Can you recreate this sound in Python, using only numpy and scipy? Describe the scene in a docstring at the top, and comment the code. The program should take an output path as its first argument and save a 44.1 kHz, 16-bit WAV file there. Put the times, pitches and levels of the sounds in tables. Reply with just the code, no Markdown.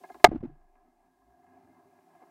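"""Faint creaks and a short low hum come first, then a pressurised bottle bursts under water in a pool.
The bottle is a set of dying tones with a shock, tearing snaps and filtered noise; gas pockets thump as short swings.
The big bubble throbs as a gliding tone that rises in pitch, and small bubbles gurgle as random clicks and noise.
A microphone in a ringing sealed housing hears it; its amplifier overloads, turns itself down and creeps back up."""
import sys
import numpy as np
from scipy import signal
from scipy.io import wavfile
from scipy.ndimage import uniform_filter1d

SR = 44100
rng = np.random.default_rng(int(sys.argv[2]) if len(sys.argv) > 2 else 0)


def int16_out(signal):
    """Quantize to a 16-bit WAV file."""
    q = np.round(np.clip(np.atleast_2d(signal).T, -1, 1) * 32767)
    wavfile.write(sys.argv[1], SR, q.astype(np.int16))


N = 101429  # length in samples

# Ring of the burst bottle: pitch_hz, level_db (added to BURST_DB), t60_s (time to fall by 60 dB)
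BOTTLE_RING = [(408.53, -6.5, 0.045), (715.41, 1, .09), (858, -12.5, 0.11), (1162.2, -10, 0.057),
               (1225.4, -12, .09), (1592.4, -19.5, 0.082), (2008.5, -17.5, 0.064), (2137.5, -19.5, 0.12),
               (3400, -19, .02)]
# Tones of the tearing bottle wall: pitch_hz, peak_db, delay_s (after the burst), length_s (centre to 1/e)
WALL_SNAPS = [(654.27, 10, .006, 0.0031), (415.09, 5, .004, 0.0024), (1100, 6, 0.0022, .002)]
# Thumps of gas pockets: centre_s, peak_db, pitch_hz, length_s (centre to the faded edge), start_turns
GAS_THUMPS = [(0.2792, -6, 150, 0.005, 0.5915), (0.2897, 4.5, 150, 0.006557, 0.74),
              (0.304, -10.5, 59.2, .03, -0.23), (.3175, 1.5, 250, 0.002566, 0.4418),
              (0.3215, -7.5, 340, 0.00715, 0.6677), (0.3316, -4.5, 319.2, 0.01, 0),
              (0.3373, -6, 150, 0.0047, -0.1264), (0.3485, -3, 231.1, 0.007937, .45),
              (0.361, -2, 280.1, 0.01439, 0.3959), (0.379, -12, 71.82, .022, 0.7),
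              (0.4096, -10.5, 98.96, 0.00963, 0.45), (.430, -9, 307.6, 0.003251, 0),
              (0.4372, -2, 255, 0.0058, 0.75), (0.447, -10.5, 312.7, 0.015212, 0.1161),
              (0.455, -8, 269.5, 0.018548, 0), (.48, -20, 135.6, 0.03, 0.14),
              (0.499, -25, 310, 0.016, 0.0366), (.525, -31, 144.9, 0.09, 0.0492)]
# Throb of the big bubble: time_s, pitch_hz, level_db
BUBBLE_THROB = [(.245, 24.14, -17.5), (.3, 23.49, -16.5), (0.481, 23.18, -21), (.65, 23.31, -31.5),
                (.78, 24.09, -38), (.94, 25.86, -51), (1.02, 28.81, -47), (1.14, 38.48, -63),
                (1.3, 59.06, -44), (1.4, 75.4, -65.5), (1.5, 93.36, -55), (1.651, 100.2, -60),
                (2.001, 100.2, -63)]
# Creaks and gurgles: start_s, level_db, length_s (fall to 1/e), tilt_db (per octave, around 700 Hz)
HOUSING_KNOCKS = [(.003, -58, 0.019615, -9), (0.035, -44.5, 0.00778, 2), (0.05, -57, 0.0099, 6.5),
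                  (0.089, -55.5, 0.008844, 2), (0.099, -42, 0.00489, -2), (0.116, -63, 0.00868, 12),
                  (0.143, -47.5, 0.009488, 3), (0.159, -55.5, 0.00863, -4.5), (0.196, -56, 0.011, 3.5),
                  (0.285, -40, .004, 2.5), (0.312, -27, 0.014127, -1), (0.335, -41, 0.0088, -8.5),
                  (0.353, -27, 0.01072, -13.5), (0.405, -46.5, 0.009, 1), (0.434, -40, 0.014, -1.5),
                  (0.495, -46.5, 0.02, -6.5), (2.216, -46.5, 0.020588, -1)]
# Loudness curve of the bubbling: time_s, level_db
BUBBLING_LEVEL = [(0, -61.5), (.24, -64), (.3, -44.5), (.5, -47), (.65, -50.5), (.9, -49.5), (1.25, -53),
                  (1.4, -50.5), (1.52, -46), (1.63, -45.5), (1.78, -46), (1.9, -51.5), (2.1, -51),
                  (2.3, -49.5)]
# Resonances of the housing: pitch_hz, width_hz (of each of two passes), level_db (before any tilt or flicker)
HOUSING_MODES = [(176.37, 33, -7.5), (260.09, 35, -1), (344.56, 61, -1), (380.2, 36, -4), (635, 54, -9),
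                 (718.94, 96, 1.5), (862, 58, -8.5), (1005, 150, -10), (1267, 50, -19), (1653.3, 81, -14),
                 (2117, 100, -21.5), (2367.1, 500, -30), (3600, 2100, -46)]

BURST_S, BURST_DB = .2431, 14
CHOKE_S, CHOKE_FADE_S = .2748, .0012  # the ring of the burst is cut short here
SHOCK_DB, SHOCK_S = 8, .0008
CRACK_DB, CRACK_T60_S, CRACK_HZ = -6, 0.026, 1565
SPLASH_DB, SPLASH_T60_S, SPLASH_HZ = -12, .08, 1983
ECHO_DB, ECHO_T60_S = -9, 0.35
RUMBLE_DB, RUMBLE_T60_S, RUMBLE_HZ = -8, 0.45, 72
BLOW_LOW_HZ = 316.6  # sharp blows barely move the housing below this
THUMP_ROUGH, THUMP_GRIT_HZ, THUMP_DULL_HZ = .12, 330, 1071.7
CHURN_DB, CHURN_HZ = -27.5, 1000  # hiss of turbulence, before it follows the thumps
THROB_OVERTONE_DB = -16
BUBBLES_PER_S, BUBBLE_SCATTER_DB = 400, 2.5
WASH_DB, FLICKER_DB, SWELL_DB = 0.5, 2, 0.7  # wash against the pops; random level swings
LOWS_DB, LOWS_FLICKER_DB, LOWS_HZ = -17, 2.9, 110.22  # slosh against the ringing bubbles
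GAP_HZ, GAP_WIDE_HZ, GAP_SHARE = 493.44, 164.7, 0.8  # the housing passes little here
HUM_HZ, HUM_DB, HUM_S, HUM_LENGTH_S = 58, -62, .17, .05
HISS_DB, HISS_HZ = -71, 2943
GAIN_TOP_DB, GAIN_DROP_DB, GAIN_LAG_S = -1, 20, 0.0073
GAIN_FALL_S, GAIN_RISE_DB_S = 0.0022, 6
CLIP_DB, DROOP_HZ, DROOP_SHARE = -1.5, 242, .7
TOP_HZ = 15800


def undb(db):
    """Turn decibels into a plain multiplier."""
    return 10 ** (np.asarray(db) / 20)


def level(x, db):
    """Scale a sound to an average (RMS) level in dB."""
    return x * undb(db) / np.sqrt(np.mean(x ** 2))


def band(x, hz, width):
    """Two-pole resonance that keeps its centre at full strength and weakens the rest."""
    return signal.lfilter(*signal.iirpeak(hz, hz / width, fs=SR), x)


def band_twice(x, hz, width):
    """Two equal resonances in a row, for steeper sides."""
    return band(band(x, hz, width), hz, width)


def noise():
    """Plain random noise, equally strong at all pitches."""
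    return rng.standard_normal(N)


def fade_db(db, after, t60):
    """Start at a level in dB and die away by 60 dB in t60 seconds."""
    return undb(db - 60 * after / t60)


def walk(rate):
    """Random levels, each held 1 / rate seconds, with the steps smoothed twice."""
    hold = int(SR / rate)
    steps = np.repeat(rng.standard_normal(N // hold + 1), hold)
    smooth = uniform_filter1d(uniform_filter1d(steps, hold), hold)
    return 1.3 * smooth[:N]


def thin(x):
    """Cut the bass, as a sharp blow has little of it."""
    return signal.lfilter(*signal.butter(2, BLOW_LOW_HZ, "high", fs=SR), x)


def housing(x, tilt_db=0):
    """The sealed housing rings at its own pitches; the tilt favours high or low ones."""
    return sum(undb(db + tilt_db * np.log2(hz / 700)) * band_twice(x, hz, width)
               for hz, width, db in HOUSING_MODES)


def burst(t):
    """The blow rings the bottle, with shock front, tearing snaps, crackle, splash, echoes and rumble."""
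    after = np.maximum(t - BURST_S, 0)
    started = t >= BURST_S
    ring = sum(fade_db(BURST_DB + db, after, t60) * np.sin(2 * np.pi * hz * after)
               for hz, db, t60 in BOTTLE_RING)
    snap = sum(undb(db) * np.exp(-((after - delay) / length) ** 2) * np.sin(2 * np.pi * hz * after)
               for hz, db, delay, length in WALL_SNAPS)
    # echoes off the pool walls
    echoes = fade_db(ECHO_DB, after, ECHO_T60_S) * level(housing(thin(noise()), 1.2), 0)
    crack = fade_db(CRACK_DB, after, CRACK_T60_S) * level(band(noise(), CRACK_HZ, 2500), 0)
    spray = band(band(noise(), SPLASH_HZ, 3400), SPLASH_HZ, 7000)
    splash = fade_db(SPLASH_DB, after, SPLASH_T60_S) * level(spray, 0)
    shock = undb(SHOCK_DB) * np.exp(-after / SHOCK_S)
    choke = np.clip((CHOKE_S - t) / CHOKE_FADE_S, 0, 1)
    low = level(band_twice(noise(), RUMBLE_HZ, 60), 0)
    rumble = fade_db(RUMBLE_DB, after, RUMBLE_T60_S) * low  # not choked
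    return started * ((ring + snap + echoes + crack + splash + shock) * choke + rumble)


def thumps(t):
    """Gas pockets swing under a smooth bump; turbulence roughens the higher-pitched ones more."""
    grit = level(band_twice(noise(), THUMP_GRIT_HZ, 500), 0)
    swings = np.zeros(N)
    for centre, db, hz, length, turns in GAS_THUMPS:
        u = t - centre
        bump = undb(db) * np.exp(-(3 * u / length) ** 2)
        roughness = 1 + THUMP_ROUGH * min(hz / 300, 1) ** 2 * grit
        swings += bump * np.cos(2 * np.pi * (hz * u + turns)) * roughness
    turbulence = band(band_twice(noise(), CHURN_HZ, 1800), CHURN_HZ, 1800)
    # the hiss grows and fades with the thumps
    churn = uniform_filter1d(np.abs(swings), size=500) * level(turbulence, CHURN_DB)
    return signal.lfilter(*signal.butter(2, THUMP_DULL_HZ, fs=SR), swings) + churn


def throb(t):
    """The big bubble breathes in and out, rising in pitch as it nears the surface."""
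    s, hz, db = np.array(BUBBLE_THROB).T
    phase = 2 * np.pi * (np.cumsum(np.interp(t, s, hz)) / SR + .15)
    loudness = undb(np.interp(t, s, db, left=-200, right=-200))  # silent outside the table
    return loudness * (np.sin(phase) + undb(THROB_OVERTONE_DB) * np.sin(2 * phase + 1.3))


def knocks(t):
    """Creaks and gurgles are short rough scrapes that set the housing ringing."""
    scrape = thin(noise())
    out = np.zeros(N)
    for start, db, length, tilt_db in HOUSING_KNOCKS:
        a, b = int(start * SR), int((start + .12) * SR)
        u = t[a:b] - start
        rung = housing(scrape[a:b] * np.exp(-(u / length) ** 2), tilt_db)
        loud_part = rung[u < length + .005]  # this part sets the level
        out[a:b] += rung * undb(db) / np.sqrt(np.mean(loud_part ** 2))
    return out


def gap(x):
    """The housing passes little of one band, so most of it is taken out."""
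    return x - GAP_SHARE * band(x, GAP_HZ, GAP_WIDE_HZ)


def bubbling(t):
    """Scattered small pops and a wash of water ring the housing, with low slosh below."""
    pop_now = rng.random(N) < BUBBLES_PER_S / SR
    pops = pop_now * noise() * undb(BUBBLE_SCATTER_DB * rng.exponential(size=N))
    mix = level(pops, 0) + undb(WASH_DB) * noise()
    # each resonance flickers on its own
    rung = sum(undb(db + FLICKER_DB * walk(25)) * band_twice(mix, hz, width)
               for hz, width, db in HOUSING_MODES)
    slosh = level(band_twice(noise(), LOWS_HZ, 130), 0) * undb(LOWS_DB + LOWS_FLICKER_DB * walk(25))
    loudness_db = np.interp(t, *np.array(BUBBLING_LEVEL).T) + SWELL_DB * walk(12)
    return gap(level(rung, 0) + slosh) * undb(loudness_db)


def hum(t):
    """A faint low tone swells briefly before the burst."""
    swell = np.exp(-((t - HUM_S) / HUM_LENGTH_S) ** 2)
    return undb(HUM_DB) * swell * np.sin(2 * np.pi * HUM_HZ * t)


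def hiss():
    """A steady faint hiss: noise through one very wide resonance."""
    return level(band(noise(), HISS_HZ, 14000), HISS_DB)


def scene():
    """Add up all the sounds, as one channel."""
    t = np.arange(N) / SR
    return (burst(t) + thumps(t) + throb(t) + knocks(t) + bubbling(t) + hum(t) + hiss())[None]


def record(dry):
    """Overload makes the gain drop a moment later and creep back; clipped tops droop as bass is thinned."""
    t = np.arange(N) / SR
    overload_s = t[np.argmax(np.abs(dry[0]) > undb(GAIN_TOP_DB))]  # first overload
    since = t - overload_s - GAIN_LAG_S
    creep_db = np.maximum(GAIN_DROP_DB - GAIN_RISE_DB_S * since, 0)
    drop_db = np.clip(since / GAIN_FALL_S, 0, 1) * creep_db
    flat = undb(CLIP_DB) * np.tanh(dry * undb(-drop_db - CLIP_DB))  # soft clipping
    bass = signal.lfilter(*signal.butter(1, DROOP_HZ, fs=SR), flat)
    droop = np.clip(flat - DROOP_SHARE * bass, -1, 1)
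    top_cut = signal.ellip(12, .2, 90, TOP_HZ, fs=SR, output="sos")  # steep treble limit
    return signal.sosfilt(top_cut, droop)


dry = scene()
out = record(dry)
int16_out(out)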